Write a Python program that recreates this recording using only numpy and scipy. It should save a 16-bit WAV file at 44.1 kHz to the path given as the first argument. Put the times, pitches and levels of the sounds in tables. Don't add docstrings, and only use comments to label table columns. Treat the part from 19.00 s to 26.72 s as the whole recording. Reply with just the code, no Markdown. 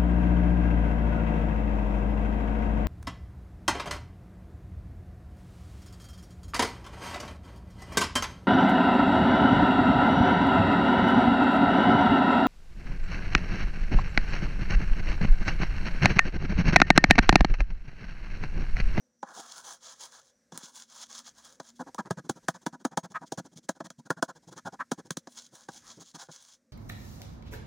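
import sys
import numpy as np
from scipy import signal
from scipy.fft import rfft, irfft
from scipy.io import wavfile
from scipy.ndimage import uniform_filter1d

SR = 44100
rng = np.random.default_rng(int(sys.argv[2]) if len(sys.argv) > 2 else 0)


def unload_wav(signal):
    wavfile.write(
        sys.argv[1],
        SR,
        np.round(np.clip(np.atleast_2d(signal).T, -1, 1) * 32767).astype(np.int16),
    )


N = 340452

# start in seconds, force of thud, low ring, high ring
# and crack in dB, first rebound in dB against the blow.
KNOCKS = [(0.229, -41.5, -35, -42, -57.5, -25.5), (1.522, -45, -51, -53, -53, -25),
          (1.576, -55, -64, -57.5, -48, -25), (1.6316, -47, -82, -81, -57, -45),
          (2.6001, -38, -43, -43, -49, -46), (2.946, -55.5, -49.5, -57, -50.5, -20),
          (3.1081, -24.5, -34, -34, -42, -15.5), (3.2955, -23, -31, -35, -35, -26),
          (3.4848, -25, -27, -27.5, -32.5, -25), (3.6641, -23.5, -31.5, -30.5, -39.5, -20),
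          (3.85, -23, -29, -28, -39.5, -26), (3.9739, -24.5, -28, -33, -35, -18.5),
          (4.322, -29.5, -37, -48, -39.5, -20), (4.6905, -24, -31, -31.5, -36, -31),
          (4.804, -30, -37, -41, -52.5, -20), (4.9034, -50, -54.5, -53.5, -49, -20),
          (5.1041, -22, -28, -25, -38.5, -24.5), (5.2259, -27.5, -26, -25.5, -33.5, -21.5),
          (5.9169, -22.5, -32, -36, -36.5, -20), (6.107, -37, -58, -42.5, -36.5, -20),
          (6.171, -36, -52.5, -51, -37.5, -44), (6.2725, -41, -50.5, -50, -52.5, -45),
          (6.6875, -37.5, -44, -43.5, -49.5, -23), (7.2873, -41, -49, -53.5, -80, -25)]
def knocks():
    push, click = np.zeros((5, N)), np.zeros((5, N))
    t = np.arange(SR // 8) / SR
    for start, thud_db, low_db, high_db, crack_db, _ in KNOCKS:
        i = int(start * SR)
        contact_ms = contact_time_ms(thud_db, crack_db)
        fizz_db = crack_db - 6.5 + 0.99 * min(crack_db + 41.5, 0) + 2.4 * max(crack_db - thud_db, 0)
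        gain = undb([thud_db, low_db, high_db, crack_db, fizz_db])[:, None]
        tau = contact_ms / 1000 * np.array([[1.2], [1.1], [.9], [.7], [.6]])
        grind = t / tau * np.exp(1 - t / tau)
        splinters = undb([[-25], [-20], [-18], [-13], [-14]]) * np.exp(-(t / 0.02) ** 2)
        push[:, i:i + len(t)] += gain * undb([[-6], [-2.5], [-2.5], [2.5], [2.5]]) * (grind + splinters)
        lead = int(2 * contact_ms / 1000 * SR)
        push[2:, i - lead:i] += gain[3] * undb([[-9], [-9], [-17]]) * np.linspace(.3, 1, lead)
        click[:, i] += gain[:, 0] * undb([30.62, 30.97, 30.2, 28, 26.2]) / contact_ms
    return push, click


def contact_time_ms(thud_db, crack_db):
    return max(1.39 + 0.0714 * (thud_db - crack_db), .8)


# centre in seconds, length in
# ms, force of thud, low ring, # high ring and grit in dB, first rebound in dB against the blow.
THUDS = [(0.384, 57, -57, -53, -73, -73, -26), (1.546, 47, -45.5, -71, -63, -62, -20),
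         (2.81, 39.7, -34.5, -39.5, -45.5, -53.5, -9.5), (2.997, 33.5, -30.5, -38, -39.5, -49, -16),
         (4.16, 42.3, -49.5, -46.5, -37, -60, -20), (4.228, 44, -45.5, -47, -51.5, -64.5, -20),
         (4.273, 36, -66, -90, -80, -58.5, -20), (4.391, 34, -31, -42, -44.5, -43.5, -18),
         (4.575, 43.5, -46, -69, -70, -52.5, -12), (4.856, 36, -43.5, -51, -52, -51.5, -22),
         (4.994, 30, -47, -57.5, -72, -60, -20), (5.064, 29, -49, -58, -59, -59.5, -20),
         (5.485, 34, -46, -59, -69, -57, -20), (5.526, 36, -48.5, -59.5, -57, -55.5, -20),
         (5.578, 43.4, -46, -54, -50.5, -51.5, -20), (5.669, 43.6, -38, -41.5, -40.5, -49, -10),
         (5.808, 40.3, -49, -51, -32.5, -59, -55), (6.533, 30, -54, -66, -70, -76, -34),
         (6.984, 35, -50, -71, -72, -78, -20), (7.016, 47, -52, -62, -59.5, -52.5, -29),
         (7.155, 37, -44, -56, -53.5, -49, -20)]
def thuds():
    push, thump = np.zeros((5, N)), np.zeros(N)
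    pulse = np.hanning(int(0.0047 * SR))
    rows = [(*row[:-1], 2.5 - 0.087 * (row[2] + 53)) for row in THUDS]
    rows += [(*row, 0.91) for row in rebounds()]
    for centre, length_ms, thud_db, low_db, high_db, grit_db, lean in rows:
        n = int(length_ms / 1000 * SR)
        i = int(centre * SR) - n // 2
        swell = np.sin(np.pi * np.linspace(0, 1, n) ** np.clip(lean, .35, 1.2)) ** 1.02
        gain = undb([thud_db - 2.5, low_db, high_db, grit_db, grit_db - 11.5])[:, None]
        push[:, i:i + n] += gain * swell
        thump_db = thud_db - 9 + min(thud_db + 47, 0)
        thump[i + int(0.058 * n):][:len(pulse)] += undb(thump_db) * pulse
    return push, thump


# thud, low ring, high ring and grit in dB.
REBOUND_COLOUR_DB = [.3, 0.2, -0, .7]
REBOUND_FADE_DB = [-6.5, -13, -15, -7.5]
def rebounds(gap_s=0.0703, length_ms=38.5, clear_s=.025):
    blows = [(start + .009 * (contact_time_ms(db[0], db[3]) - 1.68), *db) for start, *db in KNOCKS]
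    blows = sorted(blows + [(centre, *db) for centre, _, *db in THUDS])
    rows = []
    for (lift_s, *db, first_db), (next_s, *_) in zip(blows, blows[1:]):
        for k in range(3):
            centre = lift_s + (k + 1) * gap_s
            if centre < next_s - clear_s:
                levels = np.add(db, REBOUND_COLOUR_DB) + first_db + k * np.array(REBOUND_FADE_DB)
                rows.append((centre, length_ms, *levels))
    return rows


# start and length in seconds, grit force in dB,
# rise along the stroke in dB, ring against the grit in dB.
SCRAPES = [(0.241, 0.11, -64, -6, 13), (0.318, 0.11, -48, 15, -3.5), (0.412, 0.21, -51.5, 7, -4),
           (0.62, .16, -48, -5.5, -4.5), (0.801, 0.16, -52.5, 3.5, -5), (0.969, 0.12, -48.5, 5.5, -5),
           (1.097, 0.13, -56, -7, -3), (1.217, 0.12, -67.5, -7, -8), (1.526, 0.12, -61, 4, 2.5),
           (1.613, 0.12, -54, -15, -7), (1.73, 0.14, -52, -11, -13), (1.87, 0.19, -51.5, 16.5, -8.5),
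           (2.072, 0.15, -51, 8, -6), (2.232, 0.077, -49, 8, -7.5), (2.35, 0.07, -54, 1, -2),
           (2.42, 0.16, -56.5, -14, -6), (2.615, 0.11, -61.5, 2, -4.5), (2.735, 0.064, -64, 0, -35),
           (6.294, 0.061, -53.5, 0, -16), (6.345, 0.065, -45.5, 6, -8.5), (6.408, 0.089, -54.5, -9, -16),
           (6.523, .165, -60, -22.5, -6), (6.69, 0.12, -55.5, 6, -10), (6.82, .13, -55.5, 11.5, -4),
           (6.938, 0.063, -60, -3, -27), (7.025, 0.11, -60.5, -3, -18), (7.165, 0.094, -50, 10, -2.5),
           (7.294, 0.29, -59, -13.5, -10.5)]
def scrapes(gather_s=0.031, slow_s=0.032, drag_s=0.013):
    push = np.zeros((5, N))
    for start, length_s, grit_db, rise_db, ring_db in SCRAPES:
        t = np.arange(int((length_s + 2 * drag_s) * SR)) / SR - drag_s
        edges = np.maximum(1 - t / gather_s, 0) + np.maximum(1 - (length_s - t) / slow_s, 0)
        stroke_db = grit_db + rise_db * (t / length_s - .5) - 18 * edges
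        band_db = np.array([[ring_db - 22.5], [ring_db - 8], [ring_db - 3], [0], [-11]])
        push[:, int((start - drag_s) * SR):][:, :len(t)] += undb(stroke_db + band_db)
    band_slip = np.array([walk(25) for _ in range(5)])
    return push * undb(1.08 * walk(45) + 1.52 * walk(150) + 2.1 * band_slip)


# frequency in Hz, relative level in dB, time to fade by 60 dB in seconds.
DISH_MODES = [
    [(174.3, -4.5, 0.037), (238.6, -3, 0.021), (327.6, -6, 0.0097)],
    [(526, -7, 0.027), (658, -3, 0.027), (760, -0.5, 0.017), (964, -2.5, 0.027)],
    [(1017, 3, 0.012), (1307, 4, 0.02), (1459, 5, 0.012), (1654, 4.5, 0.0076), (2000, -24.5, .02),
     (2210, -30.5, 0.03)],
]
def dish(forces):
    return highpass(sum(ring(force, modes) for force, modes in zip(forces, DISH_MODES)), 150)


# frequency in Hz, relative level in dB, time to fade 60 dB in seconds.
STONE_MODES = [(3140, 1, 0.013), (3524, -1, .03), (3960, -7, 0.065), (5060, -19, 0.075),
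               (6026, 12.5, 0.017), (6530, -3, 0.11), (7330, -6.5, 0.012)]
def hand_stone(force):
    return undb(-6) * highpass(ring(force, STONE_MODES), 2900)


# frequency in Hz, relative spectral level in dB.
GRIT_SPECTRUM = [(1290, -33.5), (2200, -5), (2450, -14), (2690, -8), (3180, -2), (3760, 0), (5750, 4),
                 (6450, 5.5), (7180, 1.5), (8000, -10), (10400, -36.5), (17600, -120)]
FIZZ_SPECTRUM = [(4590, -26.5), (7800, -4.5), (9680, -1.5), (12300, -23), (15200, -10.5), (16100, -15),
                 (16500, -38)]
def grit(coarse, fine):
    return colour(coarse, GRIT_SPECTRUM) + colour(fine, FIZZ_SPECTRUM)


def grains(share, spread_db):
    size = undb(np.minimum(spread_db * rng.exponential(size=N), 12))
    return unit(rng.standard_normal(N) * size * (rng.random(N) < share))


def salt_snaps(per_second, boost):
    burst = uniform_filter1d(1. * (rng.random(N) < per_second / SR), 40) * 40
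    return 1 + boost * burst * np.array([[0], [0], [.3], [1], [1]])


def room(near, t60_s=0.05, level_db=-12):
    t = np.arange(SR // 3) / SR
    tail = rng.standard_normal(len(t)) * undb(-60 * t / t60_s)
    return undb(level_db) * signal.oaconvolve(near, tail / np.linalg.norm(tail))[:N]


# frequency in Hz, relative spectral level in dB.
AIR_SPECTRUM = [(24, -49), (40, -9), (233, -7), (510, -23.5), (981, -25.5), (1620, -13), (3130, -28),
                (5870, -16.5), (7950, -22.5), (15300, -39), (16500, -45.5)]
DRONE_HZ, DRONE = 235, [(0, -76), (1.3, -83.5), (2.2, -70), (6.0, -74.5), (6.75, -71.5), (7.3, -86),
                        (7.72, -72)]
CHIRR_HZ, CHIRR = 5820, [(0, -76.5), (1.45, -85), (2.6, -87), (7.72, -96)]
def background():
    t = np.arange(N) / SR
    air = undb(-78.5 + 7.2 * walk(4.3)) * colour(rng.standard_normal(N), AIR_SPECTRUM)
    hum = undb(-82 + 6.7 * walk(5.3)) * noise_band(524, width_hz=53)
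    drone = undb(np.interp(t, *np.transpose(DRONE)) + 4 * walk(11)) * noise_band(DRONE_HZ, width_hz=15)
    chirr = undb(np.interp(t, *np.transpose(CHIRR)) + 5.3 * walk(15)) * noise_band(CHIRR_HZ, 170)
    return air + hum + drone + chirr


def ring(force, modes, wander_db=2.5):
    t = np.arange(SR // 8) / SR
    decays = [(-1) ** k * undb(db - 60 * t / t60) * np.sin(2 * np.pi * hz * t) / np.sqrt(t60)
              for k, (hz, db, t60) in enumerate(modes)]
    ringing = sum(signal.oaconvolve(force * undb(wander_db * walk(14)), decay)[:N] for decay in decays)
    return ringing / np.linalg.norm(sum(decays))


def colour(x, spectrum):
    hz, db = np.transpose(spectrum)
    log_gain = np.interp(np.log(np.linspace(1, SR / 2, 2049)), np.log(hz), db) * np.log(10) / 20
    cepstrum = irfft(log_gain)
    cepstrum[1:2048] *= 2
    cepstrum[2049:] = 0
    taps = irfft(np.exp(rfft(cepstrum)))
    return signal.oaconvolve(x, taps / np.linalg.norm(taps))[:N]


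def walk(rate):
    hold = int(SR / rate)
    steps = np.repeat(rng.standard_normal(N // hold + 1), hold)
    return uniform_filter1d(uniform_filter1d(steps, hold), hold)[:N]


def noise_band(hz, width_hz):
    sos = signal.butter(1, [hz - width_hz / 2, hz + width_hz / 2], "band", fs=SR, output="sos")
    return unit(signal.sosfilt(sos, rng.standard_normal(N)))


def highpass(x, hz, order=4):
    return signal.sosfilt(signal.butter(order, hz, "high", fs=SR, output="sos"), x)


def undb(db):
    return 10 ** (np.asarray(db) / 20)


def unit(x):
    return x / np.sqrt(np.mean(x ** 2))


def scene():
    crunch, impact = knocks()
    swells, thump = thuds()
    impact[0] += thump
    push = crunch + (swells + scrapes()) * salt_snaps(per_second=35, boost=1.76)
    force = [push[k] * grains(share=.5, spread_db=2.83) + impact[k] for k in range(5)]
    near = dish(force[:3]) + hand_stone(force[3]) + grit(force[3], force[4])
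    mid = near + room(near) + background()
    scatter = rng.standard_normal(64) * np.hanning(64)
    treble = highpass(near, 9500, order=3)
    side = undb(-30.5) * np.convolve(treble, scatter / np.linalg.norm(scatter))[:N]
    return np.array([mid + side, mid - side])


def record(dry):
    hollow = dry - 0.17 * signal.lfilter(*signal.iirpeak(2600, 6, fs=SR), dry)
    return signal.sosfilt(signal.ellip(8, .2, 70, 16600, fs=SR, output="sos"), hollow)


dry = scene()
out = record(dry)
unload_wav(out)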